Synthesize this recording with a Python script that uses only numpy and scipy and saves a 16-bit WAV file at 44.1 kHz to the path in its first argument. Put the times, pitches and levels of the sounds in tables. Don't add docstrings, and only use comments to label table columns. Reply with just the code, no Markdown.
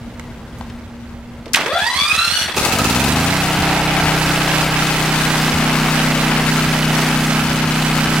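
import sys
import numpy as np
from scipy import signal
from scipy.fft import rfft, irfft
from scipy.io import wavfile
from scipy.ndimage import uniform_filter1d

SR = 44100
rng = np.random.default_rng(int(sys.argv[2]) if len(sys.argv) > 2 else 0)


def int16_out(signal):
    q = np.round(np.clip(np.atleast_2d(signal).T, -1, 1) * 32767)
    wavfile.write(sys.argv[1], SR, q.astype(np.int16))


N = 361619
T = np.arange(N) / SR
TOP_HZ = 15800

# (frequency [Hz], relative level [dB])
YARD_COLOUR = [(15, -27), (25, -12), (119, -9), (204, -14.5), (233, -11.5), (267, -18.5), (297, -17),
               (399, -23.5), (457, -20), (2300, -33), (15500, -57)]
YARD_DB = -34.5
# (frequency [Hz], rms level [dB])
HUM_TONES = [(64.6, -44), (236.9, -39), (2116, -65)]

# (time [s], peak level [dB], centre frequency [Hz], 60 dB decay time [s])
METAL_KNOCKS = [(0.196, -20, 1700, 0.024), (0.196, -30, 7500, .012), (.585, -38, 8000, 0.1),
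                (0.6105, -16, 960, 0.012), (.699, -28.5, 2000, .04), (1.458, -24.5, 2920, .03),
                (1.48, -31, 2900, 0.054), (1.462, -21.5, 418, 0.18), (1.5333, -5.5, 6340, 0.054),
                (1.540, -6, 2520, 0.032), (1.5452, 3, 2300, 0.026), (1.557, -8.5, 6230, 0.078),
                (1.5578, -3.5, 2360, 0.099), (1.569, -6, 1110, .09)]

CRANK_S, RELEASE_S, SPIN_UP_S = 1.54, 2.43, .41
FREE_TOOTH_HZ, COAST_HZ_PER_S = 1670, 1430
TEETH_PER_CYCLE = 198
# (frequency [Hz], width [Hz], peak boost [dB])
FRAME_SWELLS = [(676, 54, 7), (1334, 19, 8)]
# (frequency [Hz], width [Hz], relative level [dB])
HOUSING_RINGS = [(1850, 310, 0.5), (2510, 220, -4), (2990, 160, -13), (3400, 140, 6.5), (3990, 150, -3),
                 (4350, 470, -7), (5600, 300, -13), (8460, 500, -11)]
# (frequency [Hz], relative level [dB])
GRIND_COLOUR = [(250, -30), (700, -5), (1300, -14), (2500, -5.5), (5500, -10.5), (7000, -16), (11000, -17),
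                (15000, -28)]

# (share of the cycle [0-1], peak level [dB])
CRANK_CHUFFS = [(.335, -19), (0.662, -18)]
# (frequency [Hz], relative level [dB])
CRANKCASE_COLOUR = [(25, -28), (55, -13), (80, 8), (110, -7), (170, 0), (300, -10.5), (700, -39.5)]

CATCH_S, CATCH_HZ, RUN_UP_HZ_PER_S, GOVERNED_HZ = 2.563, 10.6, 26.2, 31.215
OVERSHOOT_HZ, OVERSHOOT_S = .5, .2
IDLE_LOAD, THROTTLE_BEND, THROTTLE_S = 0.087, .6, 0.6
PAST_TANK_S, PASSING_S = 3.77, 0.23
STEP_BACK_S, WALK_S = 4.21, 1.4

# (share of the cycle [0-1], relative level [dB])
EXHAUST_PUFFS = [(0.221, -2.5), (0.524, -1.5), (0.879, -5)]
PUFF_SCATTER_DB = 1.2
# (frequency [Hz], relative level [dB])
SILENCER_COLOUR = [(20, -14), (45, -5), (80, -2), (130, 0.5), (240, 0.5), (300, 0.5), (420, -21.5),
                   (900, -49)]
# (frequency [Hz], width [Hz], relative level [dB])
CHAMBER_RINGS = [(86, 57, 3.5), (150, 48, -2), (228, 59, 2)]
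# (multiple of the cycle rate [1], relative level beside the engine [dB],
# relative level a few steps back [dB])
DRONE_HARMONICS = [(1, -8.5, -11.5), (2, -5.5, -16.5), (3, -66, -46), (4, -4, -11), (5, 4.5, 2.5),
                   (6, -3, -14.5), (7, -11, -1.5), (8, -19, -2), (9, -2, -12), (10, -2.5, -9),
                   (11, -37, -37), (12, -11.5, -20), (13, -12, -13.5), (14, -11, -32)]
# (time [s], thump peak level [dB])
WEAK_FIRINGS = [(3.589, -6), (4.036, -7), (5.543, -5.5), (6.442, -24.5), (6.665, -11), (7.427, -14),
                (7.486, -12), (7.654, -12), (8.075, -13)]

# (frequency [Hz], relative level [dB])
CLATTER_COLOUR = [(70, -17), (150, -5), (320, -3.5), (480, -3.5), (750, -0.5), (1060, -1.5), (1350, -0.5),
                  (1900, -2.5), (2600, -3), (3600, -11.5), (5000, -14.5), (7000, -26), (15500, -34)]
# (time [s], gain [dB])
MACHINERY_GAIN = [(2.9, -21), (3.43, -21), (3.7, -20), (7.14, -21.5), (7.52, -23), (7.82, -21.5),
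                  (8.1, -22)]
# (frequency [Hz], relative level [dB])
RATTLE_COLOUR = [(300, 1), (1200, -3.5), (4000, 1), (7000, -3.5), (10000, -6.5), (15500, -13.5)]
# (frequency [Hz], half the width of each filter stage [Hz],
# relative level [dB])
CASING_RINGS = [(407, 270, -1), (827, 110, -9), (1282, 41, -2.5), (2590, 130, -4)]
# (multiple of the cycle rate [1], mean peak level before the porch [dB])
WHIRR_TONES = [(24, -42), (42, -34.5), (48, -39), (96, -38.5)]

# (frequency [Hz], side level relative to mid [dB])
STEREO_WIDTH = [(60, -29), (250, -15), (500, -17), (1000, -12), (2000, -5.5), (4000, -2.5), (8000, 0),
                (15000, -1.5)]


def undb(db):
    return 10 ** (np.asarray(db) / 20)


def unit(x):
    return x / np.sqrt(np.mean(x ** 2))


def noise():
    return rng.standard_normal(N)


def drift(rate):
    k = max(int(SR / rate), 2)
    steps = noise()[np.arange(N) // k]
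    return unit(uniform_filter1d(uniform_filter1d(steps, k), k))


def gate(on, off, fade):
    return np.clip((T - on) / fade, 0, 1) * np.clip((off - T) / fade + 1, 0, 1)


def colour(x, points, size=8192):
    hz, db = np.transpose(points)
    f = np.maximum(np.fft.rfftfreq(size, 1 / SR), 1)
    gain = undb(np.interp(np.log(f), np.log(hz), db))
    cepstrum = irfft(np.log(gain))
    cepstrum[1:size // 2] *= 2
    cepstrum[size // 2 + 1:] = 0
    return signal.fftconvolve(x, irfft(np.exp(rfft(cepstrum))))[:len(x)]


def ring(x, hz, width):
    b, a = signal.iirpeak(min(hz, TOP_HZ), hz / min(width, TOP_HZ), fs=SR)
    return signal.lfilter(b, a, x)


def ring_twice(x, hz, width):
    return ring(ring(x, hz, width), hz, width)


def dying_noise(t60, length):
    return (noise() * undb(-60 * T / t60))[:length]


def clicks(times, sizes):
    return np.bincount(np.clip(np.asarray(times) * SR, 0, N - 1).astype(int), sizes, N)


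def at_angle(turn, share):
    return np.interp(np.arange(int(turn[-1])) + share, turn[turn > 0], T[turn > 0])


def yard(hum_waver_db=0.1, opening_db=1):
    opening = opening_db * np.clip((1.1 - T) / 0.49, 0, 1)
    swell = undb(.8 * drift(10))
    air = unit(colour(noise(), YARD_COLOUR)) * undb(YARD_DB + opening) * swell
    hum = 0
    for hz, db in HUM_TONES:
        level = np.sqrt(2) * undb(db + hum_waver_db * drift(6.7))
        hum = hum + level * np.sin(2 * np.pi * hz * T + 0.5 * drift(11))
    return air + hum


def knocks(breadth=0.81):
    out = np.zeros(N)
    for s, db, hz, t60 in METAL_KNOCKS:
        burst = dying_noise(t60, SR // 4)
        burst = ring(ring(burst, hz, breadth * hz), hz, 2 * hz)
        start = int(s * SR)
        out[start:start + len(burst)] += undb(db) * burst / np.abs(burst).max()
    return out


def tooth_rate():
    powered = np.clip(T, CRANK_S, RELEASE_S) - CRANK_S
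    spin_up = FREE_TOOTH_HZ * (1 - np.exp(-powered / SPIN_UP_S))
    return np.maximum(spin_up - COAST_HZ_PER_S * np.maximum(T - RELEASE_S, 0), 1)


def starter(mesh_db=-17.0, chatter_db=-20, easing_db=-7, whine_db=-14, grind_db=-24, grind_power=1.25,
            coast_db_per_s=-45, chatter_speed_db=-5, frame_t60=0.29):
    tooth_hz = tooth_rate()
    speed = tooth_hz / FREE_TOOTH_HZ
    teeth = 2 * np.pi * np.cumsum(tooth_hz * (1 + .013 * drift(70))) / SR + .14 * drift(600)
    wobble = np.sin(teeth / 9 + drift(40))
    seated = np.clip((tooth_hz - 360) / 200, .1, 1)
    contact = (1 + .7 * np.cos(teeth)) * undb(2.2 * drift(200))
    pulling = gate(CRANK_S, RELEASE_S, .05)
    chatter = unit(colour(noise() * contact, CLATTER_COLOUR)) * (1 - .7 * seated * pulling)

    mesh = np.sin(teeth + .8 * wobble) * undb(3 * drift(200))
    slow_octave = np.sin(2 * teeth + wobble) * np.clip(1 - tooth_hz / 1200, 0, 1)
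    mesh = (mesh + .8 * slow_octave) * pulling
    swell_db = sum(db / (1 + (2 * (tooth_hz - hz) / width) ** 2) for hz, width, db in FRAME_SWELLS)

    strikes = 0
    for k in np.arange(2, 11):
        level = undb(3 * drift(120) + 1.2 * drift(18)) / k ** (1.7 - 1.3 * speed)
        strikes = strikes + level * np.sin(k * (teeth + .2 * wobble))
    strikes = strikes * seated * gate(CRANK_S, RELEASE_S, .06)
    housing = 0
    for hz, width, db in HOUSING_RINGS:
        housing = housing + undb(db) * ring(strikes + .8 * speed * noise() * contact, hz, width)
    whine = housing + .22 * ring_twice(strikes, 2800, 4500)

    gears = mesh * seated * undb(mesh_db + easing_db * speed + swell_db) + whine * undb(whine_db)
    frame = dying_noise(frame_t60, SR // 5)
    held = signal.oaconvolve(gears, frame / np.linalg.norm(frame))[:N]
    gears = .87 * gears + .5 * held

    grind = unit(colour(noise() * contact, GRIND_COLOUR)) * (1 + pulling) / 2 * speed ** grind_power
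    chatter = chatter * undb(chatter_db + chatter_speed_db * speed)
    coasting = undb(coast_db_per_s * np.maximum(T - RELEASE_S, 0))
    turning = gate(CRANK_S, CATCH_S, 0.046) * coasting
    return turning * (gears + chatter + grind * undb(grind_db))


def thumps(table):
    s, db = np.transpose(table)
    one_peak = np.abs(colour(clicks([0], [1]), CRANKCASE_COLOUR)).max()
    return colour(clicks(s, undb(db)), CRANKCASE_COLOUR) / one_peak


def chuffs():
    turn = np.cumsum(tooth_rate()) / SR / TEETH_PER_CYCLE
    puffs = []
    for share, db in CRANK_CHUFFS:
        puffs += [(s, db) for s in at_angle(turn, share) if s < CATCH_S]
    return thumps(puffs)


def engine_hz():
    governed_s = CATCH_S + (GOVERNED_HZ - CATCH_HZ) / RUN_UP_HZ_PER_S
    run_up = np.interp(T, [CATCH_S, governed_s], [CATCH_HZ, GOVERNED_HZ])
    since = np.maximum(T - governed_s, 0) / OVERSHOOT_S
    return run_up + OVERSHOOT_HZ * since * np.exp(1 - since)


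def engine_load():
    missing = np.clip((GOVERNED_HZ - engine_hz()) / (GOVERNED_HZ - CATCH_HZ), 0, 1)
    throttle = uniform_filter1d(missing ** THROTTLE_BEND, int(THROTTLE_S * SR))
    return np.clip(IDLE_LOAD + (1 - IDLE_LOAD) * throttle, 0, 1)


def retreat():
    return np.clip((T - STEP_BACK_S) / WALK_S, 0, 1)


def exhaust(turn, weak, puffs_db=-6.0, speed_power=2.08, load_power=1.62, puffs_far_db=-14,
            drone_db=-19, drone_load_db=-27, drone_far_db=4.0, spread=0.1308, waver_db=1.0,
            stumble_dip=0.2):
    load, far = engine_load(), retreat()
    puffs = 0
    for share, db in EXHAUST_PUFFS:
        s = at_angle(turn, share)
        puffs = puffs + clicks(s, undb(db + PUFF_SCATTER_DB * rng.standard_normal(len(s))))
    puffs = colour(puffs, SILENCER_COLOUR)
    puffs = puffs + sum(undb(db) * ring(puffs, hz, width) for hz, width, db in CHAMBER_RINGS)
    puffs = unit(puffs) * (engine_hz() / GOVERNED_HZ) ** speed_power * load ** load_power

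    drone = 0
    for k, near_db, far_db in DRONE_HARMONICS:
        gain = undb(near_db + far * (far_db - near_db) + waver_db * drift(19))
        drone = drone + gain * np.cos(2 * np.pi * k * turn - np.pi * spread * k ** 2)
    drone = unit(drone) * (1 - stumble_dip * weak)

    puffs = puffs * undb(puffs_db + puffs_far_db * far)
    return puffs + drone * undb(drone_db + drone_load_db * load + drone_far_db * far)


def valve_gear(turn, slack_s=.00016, scatter_db=4, count=9):
    blows = 0
    for share in (np.arange(count) + rng.random(count)) / count:
        s = at_angle(turn, share)
        late, size = rng.standard_normal((len(s), 2)).T
        part = dying_noise(0.037, SR // 20)
        hits = clicks(s + slack_s * late, undb(scatter_db * size))
        blows = blows + signal.oaconvolve(hits, part)[:N]
    return unit(ring(colour(blows, CLATTER_COLOUR), 670, 8400))


def whirr(turn):
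    tones = 0
    for k, db in WHIRR_TONES:
        level = undb(db + 1.9 * drift(11))
        tones = tones + level * np.sin(2 * np.pi * k * turn + 0.6 * drift(25))
    return tones


def machinery(turn, weak, clatter_db=-1.8, knock_db=-3, fan_db=1.0, rattle_db=0.64, shade_db=-4.0,
              tank_db=-11, tank_near_db=6, tank_far_db=-8, bark_db=-3, burn=0.33, idle_rattle=0.55):
    load = engine_load()
    gear = valve_gear(turn)
    fan = unit(colour(noise(), CLATTER_COLOUR)) * undb(0.5 * drift(14))

    cycle = turn % 1
    firing = np.exp(-cycle / burn) * np.minimum(cycle / (0.023 + 0.092 * (1 - load) ** 2), 1)
    flicker = undb(0.84 * drift(400) + drift(15) - 3.1 * weak)
    rattle = unit(colour(noise(), RATTLE_COLOUR))
    rattle = rattle * (idle_rattle + (0.14 + 1.24 * load) * firing) * flicker

    shake = noise() * (.5 + firing)
    casing = sum(undb(db) * unit(ring_twice(shake, hz, 2 * width)) for hz, width, db in CASING_RINGS)
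    bark = load ** 0.67 * casing
    tank = unit(ring_twice(gear + fan, 774, 330))

    body = undb(knock_db) * gear + undb(fan_db) * fan * (1 - load / 2) + undb(bark_db) * bark
    above = np.exp(-((T - PAST_TANK_S) / PASSING_S) ** 2)
    body = body + undb(rattle_db + shade_db * above) * rattle
    body = body + undb(tank_db + tank_near_db * above + tank_far_db * retreat()) * tank
    level_db = np.interp(T, *np.transpose(MACHINERY_GAIN))
    return body * undb(level_db + clatter_db) + whirr(turn)


def porch(x, t60=0.5, wet_db=-11, scatter_hz=90):
    tail = dying_noise(t60, SR // 2)
    echo = ring(signal.fftconvolve(x, tail / np.linalg.norm(tail))[:N], 1100, 13000)
    mid = (x + undb(wet_db) * echo) / np.sqrt(1 + undb(2 * wet_db))
    side = colour(mid * np.sqrt(2) * np.sin(2.56 * drift(scatter_hz)), STEREO_WIDTH)
    return np.array([mid + side, mid - side])


def scene(background_drop_db=-13):
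    turn = np.cumsum(engine_hz() * (T >= CATCH_S)) / SR
    running = gate(CATCH_S - .03, T[-1], .045)
    weak = sum(np.exp(-((T - s) / 0.014) ** 2) for s, _ in WEAK_FIRINGS)
    background = yard() * undb(background_drop_db * gate(CRANK_S, T[-1], 0.036))
    gas = running * exhaust(turn, weak) + chuffs() + thumps(WEAK_FIRINGS)
    return gas + porch(background + knocks() + starter() + running * machinery(turn, weak))


def record(dry):
    low_pass = signal.ellip(10, .2, 80, TOP_HZ, fs=SR, output="sos")
    return signal.sosfilt(low_pass, np.clip(dry, -1, 1))


dry = scene()
out = record(dry)
int16_out(out)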